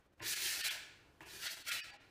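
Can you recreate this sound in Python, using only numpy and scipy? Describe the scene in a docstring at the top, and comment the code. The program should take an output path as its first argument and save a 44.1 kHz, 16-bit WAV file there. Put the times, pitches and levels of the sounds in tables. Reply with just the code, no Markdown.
"""Putty knife on a wall, bare room

A plastic putty knife lands on a wall and drags wet compound across it, twice, in a bare, echoing room.
Grit slipping under the edge rings the blade and hisses; the wall board hums under the pressure.
Each landing is a tick, a knock and a boom of the board; short thin tones sound here and there.
One microphone, near enough that the direct knife outweighs its echo, over a soft room tone.
The sound dips briefly now and then, while the short thin tones stay at full level."""
import sys
import numpy as np
from scipy import signal
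from scipy.io import wavfile
from scipy.ndimage import uniform_filter1d

SR = 44100
rng = np.random.default_rng(int(sys.argv[2]) if len(sys.argv) > 2 else 0)


def wav_out(sig):
    """Save sig, one row per channel (or a flat mono array), as 16-bit PCM at SR to the path in sys.argv[1]."""
    wavfile.write(sys.argv[1], SR, np.round(np.clip(np.atleast_2d(sig).T, -1, 1) * 32767).astype(np.int16))


N = 92610  # samples

# Loudness of each layer along the two strokes, before the room:
# time_s, low_ring_db, high_ring_db, hiss_db, hum_db, rasp_db
STROKE_LEVELS = [
    [(.195, -60.5, -67, -73, -78, -65), (.23, -48.5, -53, -55.5, -57.5, -68),
     (.28, -49, -46, -39.5, -63.5, -62.5), (.33, -44.5, -48, -40, -64, -65),
     (.38, -49, -49, -46.5, -65.5, -65), (.45, -47, -42.5, -39.5, -60.5, -65),
     (.52, -45.5, -50.5, -42, -73, -63), (.58, -53, -51, -46.5, -66, -60), (.63, -41.5, -42, -45, -68, -70),
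     (.667, -42.5, -44.5, -39.5, -82, -56.5), (.71, -41, -46.5, -47, -63.5, -59.5),
     (.78, -70, -74, -64, -80, -63)],
    [(1.207, -58.5, -65, -70, -64, -58), (1.25, -60.5, -74, -64.5, -57.5, -62.5),
     (1.3, -59.5, -60, -61.5, -77, -73), (1.35, -59, -60, -54.5, -62, -73),
     (1.39, -57, -59.5, -56.5, -67.5, -79), (1.47, -44, -44.5, -45, -67.5, -56),
     (1.52, -55, -57.5, -49.5, -70, -69.5), (1.58, -68, -70, -61.5, -71, -68.5),
     (1.63, -76, -63, -64, -79, -83), (1.662, -60, -62, -63, -85, -75), (1.667, -49, -52.5, -54, -75, -71),
     (1.685, -43, -44.5, -43, -75, -61), (1.72, -42, -45.5, -44, -83, -64.5),
     (1.77, -45.5, -49, -48.5, -66, -58), (1.81, -55, -72, -63, -81, -91),
     (1.86, -68, -63, -82, -86, -70.5), (1.96, -73, -82, -91, -72, -64.5)],
]
# The knife meets the wall: start_s, tick_db, thud_db, boom_pitch_hz, boom_db
LANDING_EVENTS = [(.204, -37, -43, 114.6, -45), (1.207, -38, -55, 140, -53)]
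# Short thin tones, many of them inside the dips: centre_s, length_s, pitch_hz, level_db
TONE_EVENTS = [(.445, .03, 2750, -49), (0.448, 0.026, 4300, -57), (.51, 0.031, 1778, -48),
               (.625, .05, 4450, -54), (0.632, .04, 1810, -49), (0.657, 0.037, 4004, -49),
               (.695, 0.058, 2395, -47.5), (0.702, 0.044, 3150, -48.5), (0.703, .035, 3390, -50),
               (1.704, 0.055, 1412, -49.5), (1.713, .05, 1640, -51), (1.707, 0.034, 2604, -47.5),
               (1.701, .035, 3277, -47.5), (1.70, 0.027, 4320, -55), (1.76, .04, 3500, -50),
               (1.76, .05, 2620, -49), (1.79, 0.064, 2900, -52), (1.82, .05, 2520, -54),
               (1.82, .04, 1750, -56), (1.92, .05, 1700, -60), (1.9, .06, 2650, -59),
               (1.82, 0.043, 4670, -57), (1.83, .035, 5400, -60), (1.92, .03, 4620, -62),
               (.63, .04, 3110, -52), (1.94, .06, 818, -65.5)]
# Broad blade resonances: pitch_hz, width_hz, level_db
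BLADE_MODES = [(1430, 287, -6.5), (1833, 350, -4), (2477, 520, 1), (3430, 2150, 8.5), (4340, 2780, 7.5)]
# Narrow blade modes that catch now and then: pitch_hz, level_db
SQUEAK_MODES = [(1410, -4.5), (1640, 0.5), (1800, -5.5), (2330, -3), (2620, -0.5), (2870, -4), (3270, 4),
                (3600, 4.5), (4000, 5.5), (4340, 2), (4650, -7.5)]
# Low wall board resonances: pitch_hz, width_hz, level_db
HUM_MODES = [(119.5, 134, -6), (345, 132, -1.5)]
# Upper wall board resonances: pitch_hz, width_hz, level_db
RASP_MODES = [(645, 264, 4), (836, 277, 2)]
# Colour of the hiss under the edge: pitch_hz, level_db
HISS_SPECTRUM = [(590, -104), (1000, -29.5), (1770, -41), (2180, -59), (2800, -36), (2900, -6),
                 (4330, 15.5), (15400, 8)]
# Modes of the landing tick: pitch_hz, width_hz, level_db
TICK_MODES = [(1820, 280, 1), (895, 250, -7), (3000, 800, -5)]
# Board modes of the landing thud: pitch_hz, level_db, t60_s
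THUD_MODES = [(330, -3.5, 0.25), (592, -8, 0.14), (939, -10, 0.18), (1033, -2.5, 0.1)]
# Echo decay of the bare room: pitch_hz, t60_s
ROOM_DECAY = [(200, 0.59), (1000, 0.86), (2500, 0.74), (5000, 0.65), (9000, 0.52), (12000, 0.32),
              (15000, 0.42)]
# Colour of the room tone: pitch_hz, level_db
AIR_SPECTRUM = [(20, -21), (36, -6.5), (55, -9), (101, -6), (203, -12.5), (233, -17.5), (281, -9),
                (1370, -21.5), (1700, -23), (2170, -26.5), (15400, -42)]
# Brief dips, positive values counting as 0: centre_s, length_s, whole_db, extra_bass_db, extra_treble_db
DIP_EVENTS = [(0.033, 0.047, 1, -7.5, -7), (0.099, 0.058, -5.5, 0, -7.5), (0.158, 0.037, -7, -2, -4),
              (0.209, 0.018, 14, 1.5, -20), (0.352, .02, -6.5, -5.5, -1), (0.628, 0.025, -5, -15, -8.5),
              (0.697, 0.021, -5, -17.5, -11.5), (1.247, 0.025, -1.5, -6.5, -11),
              (1.488, 0.032, 0, -12, -9.5), (1.557, 0.02, -1.5, -12, -3.5), (1.639, 0.024, -1, -14, -11),
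              (1.707, 0.018, -5, -14, -8), (1.823, 0.032, -9, -22, -12), (1.922, 0.025, -4, -1, -7.5),
              (1.986, 0.035, -3, -1, -17)]

GRIT_PER_S, GRIT_SPREAD_DB = 12000, 2.5  # mean rate of slips; scale of their random sizes
CHATTER_DB, PATCH_DB = 1.5, 1.5  # rms stutter of the edge; rms unevenness of the hiss
TOUCH_S, LIFT_S = 0.0032, 0.0079  # fades as the knife meets and leaves the wall
SPLIT_HZ = 3200  # blade modes above this pitch follow the high ring
BEND, FLEX = 0.053, 0.025  # rms pitch drift of broad modes, of squeaks as the blade flexes (share)
SQUEAK_DB, SQUEAK_WIDTH_HZ = -11.5, 72
SQUEAK_FLICKER_DB, SQUEAKS_PER_S = 5, 60  # flicker scale; its fastest rate
TONE_WIDTH_HZ, TONE_ROOM_DB = 28, -13  # width; send to the room
TICK_RISE_S, THUD_RISE_S, BOOM_T60_S = 0.00025, 0.013, 0.2
SNAP_DB = -15  # click at the head of the tick
DIRECT_DB, ROOM_DB, FIRST_ECHO_S = 0.5, -6, 0.004  # knife heard directly; its send to the room; gap
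AIR_DB = -68
DIP_BASS_HZ, DIP_TREBLE_HZ = 1140, 4840  # corners of the extra bass and treble cuts
EDGE_HZ = 15450  # top of the recorded band


def scrape():
    """Grit rings the blade broadly and in brief squeaks, hisses directly and hums in the wall board."""
    slips = grit() * amp(CHATTER_DB * wander(per_s=90))
    ring = np.zeros((2, N))  # low and high blade modes
    for k, (hz, width, db) in enumerate(BLADE_MODES):
        sign = (-1) ** k  # neighbouring modes alternate in sign
        pitch = hz * (1 + BEND * wander(per_s=10))
        ring[int(hz > SPLIT_HZ)] += sign * amp(db) * ringing(slips, pitch, width)
    for hz, db in SQUEAK_MODES:
        flicker_db = SQUEAK_FLICKER_DB * np.clip(wander(per_s=SQUEAKS_PER_S), -3, 1.5)
        pitch = hz * (1 + FLEX * wander(per_s=12))
        squeak = ringing(slips, pitch, SQUEAK_WIDTH_HZ)
        ring[int(hz > SPLIT_HZ)] += amp(SQUEAK_DB + db + flicker_db) * squeak
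    hiss = coloured(grit(), HISS_SPECTRUM, PATCH_DB)
    hum = board(slips, HUM_MODES)
    rasp = board(slips, RASP_MODES)
    layers = unit(ring[0]), unit(ring[1]), hiss, hum, rasp
    return sum(contact(k + 1) * layer for k, layer in enumerate(layers))


def grit():
    """Tiny slips of the edge over grains, of random sign and size."""
    size_db = GRIT_SPREAD_DB * np.minimum(rng.exponential(1, N), 5)
    size = amp(size_db) * rng.choice([-1., 1.], N)
    return unit(size * (rng.random(N) < GRIT_PER_S / SR))


def board(slips, modes):
    """The wall board's resonances summed, driven by the slips."""
    return unit(sum(amp(db) * ringing(slips, hz, width) for hz, width, db in modes))


def contact(column):
    """Gain of one stroke column over time; silent while the knife is off the wall."""
    t, gain = np.arange(N) / SR, np.zeros(N)
    for stroke in STROKE_LEVELS:
        rows = np.array(stroke)
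        touch = (t - rows[0, 0]) / TOUCH_S
        lift = (rows[-1, 0] - t) / LIFT_S
        on_wall = np.clip(np.minimum(touch, lift), 0, 1)
        gain += on_wall * amp(np.interp(t, rows[:, 0], rows[:, column]))
    return gain


def landings():
    """A short plastic tick with a soft knock and boom of the board: decaying sines."""
    out, t = np.zeros(N), np.arange(SR // 3) / SR
    tick = sum(amp(db) * np.exp(-np.pi * width * t) * sine(hz, t) for hz, width, db in TICK_MODES)
    tick *= 1 - np.exp(-t / TICK_RISE_S)
    tick[:4] += amp(SNAP_DB) * np.array([1, 1, -1, -1])
    board_rise = 1 - np.exp(-t / THUD_RISE_S)
    thud = board_rise * sum(amp(db - 60 * t / t60) * sine(hz, t) for hz, db, t60 in THUD_MODES)
    for start, tick_db, thud_db, boom_hz, boom_db in LANDING_EVENTS:
        boom = board_rise * amp(boom_db - 60 * t / BOOM_T60_S) * sine(boom_hz, t)
        out[round(start * SR):][:len(t)] += amp(tick_db) * tick + amp(thud_db) * thud + boom
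    return out


def thin_tones():
    """Short thin tones made from narrow filtered noise, each swelling and fading."""
    out, noise = np.zeros(N), grit()  # dense random impulses serve as the noise
    for centre, length, hz, db in TONE_EVENTS:
        at = slice(round((centre - .12) * SR), round((centre + .12) * SR))
        t = np.arange(at.start, at.stop) / SR
        swell = np.exp(-(2 * (t - centre) / length) ** 2)
        out[at] += amp(db) * swell * ringing(noise[at], hz, TONE_WIDTH_HZ)
    return out


def room(x):
    """The bare room's echo: a dense noise tail that decays at its own rate at each pitch."""
    taps = rng.standard_normal(SR) * (np.arange(SR) / SR > FIRST_ECHO_S)
    hz, t, z = signal.stft(taps, SR, nperseg=256)
    decay = amp(-60 * t / read(ROOM_DECAY, hz)[:, None])
    tail = signal.istft(z * decay, SR, nperseg=256)[1]
    return signal.fftconvolve(x, tail / np.linalg.norm(tail))[:N]


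def room_tone():
    """The quiet air of the room: coloured noise."""
    return amp(AIR_DB) * coloured(rng.standard_normal(N), AIR_SPECTRUM, patch_db=1.2, size=2048)


def dips(x):
    """Brief drops in level, usually with extra cuts in bass and treble."""
    hz, t, z = signal.stft(x, SR, nperseg=256, noverlap=192)
    bass = 1 / (1 + (hz / DIP_BASS_HZ) ** 8)
    treble = 1 / (1 + (DIP_TREBLE_HZ / (hz + 1)) ** 4)
    for centre, length, whole_db, bass_db, treble_db in DIP_EVENTS:
        depth_db = min(whole_db, 0) + min(bass_db, 0) * bass + min(treble_db, 0) * treble
        shape = np.exp(-(2 * (t - centre) / length) ** 4)
        z = z * amp(np.outer(depth_db, shape))
    return signal.istft(z, SR, nperseg=256, noverlap=192)[1][:N]


def amp(db):
    """Decibels to gain."""
    return 10 ** (np.asarray(db) / 20)


def unit(x):
    """Scales x to rms 1."""
    return x / np.sqrt(np.mean(x ** 2) + 1e-20)


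def sine(hz, t):
    """A plain sine at times t."""
    return np.sin(2 * np.pi * hz * t)


def read(points, hz):
    """Reads a table between its points along log pitch."""
    f, value = np.transpose(points)
    return np.interp(np.log(hz + 1), np.log(f + 1), value)


def wander(per_s):
    """A random curve of rms 1 whose fastest swing is per_s cycles a second."""
    t = np.arange(N) / SR
    rates = np.geomspace(per_s / 10, per_s, 12)
    return unit(sum(np.sin(2 * np.pi * (f * t + rng.random())) / np.sqrt(f) for f in rates))


def resonate(x, hz, width):
    """A resonance of gain 1 that follows the curve hz: shift to 0 Hz, smooth, shift back."""
    turn = np.exp(2j * np.pi * np.cumsum(hz * np.ones(len(x))) / SR)
    r = np.exp(-np.pi * width / SR)
    smooth = signal.lfilter([1 - r], [1, -r], x / turn + 1e-18)
    return 2 * (turn * smooth).real


def ringing(x, hz, width):
    """A steep resonance from two passes, rms 1."""
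    return unit(resonate(resonate(x, hz, width), hz, 2 * width))


def coloured(x, spectrum, patch_db, size=512):
    """Gives x a spectrum, with louder and softer patches drifting in time and pitch."""
    overlap = size - size // 4
    hz, t, z = signal.stft(x, SR, nperseg=size, noverlap=overlap)
    patches = uniform_filter1d(rng.standard_normal(z.shape), 5, 0)  # smooth along pitch
    patches = unit(uniform_filter1d(patches, 8, 1))  # then along time
    z = z * amp(read(spectrum, hz)[:, None] + patch_db * patches)
    return unit(signal.istft(z, SR, nperseg=size, noverlap=overlap)[1][:N])


def scene():
    """Knife, echo and room tone with dips, the direct thin tones undipped; same on both channels."""
    knife = scrape() + landings()
    tones = thin_tones()
    echo = room(amp(ROOM_DB) * knife + amp(TONE_ROOM_DB) * tones)
    mono = dips(amp(DIRECT_DB) * knife + echo + room_tone()) + tones
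    return np.array([mono, mono])


def record(dry):
    """The microphone signal's band limit: a steep low-pass."""
    low_pass = signal.firwin(511, EDGE_HZ, window=("kaiser", 9), fs=SR)
    return signal.oaconvolve(dry, low_pass[None], "same")


dry = scene()
out = record(dry)
wav_out(out)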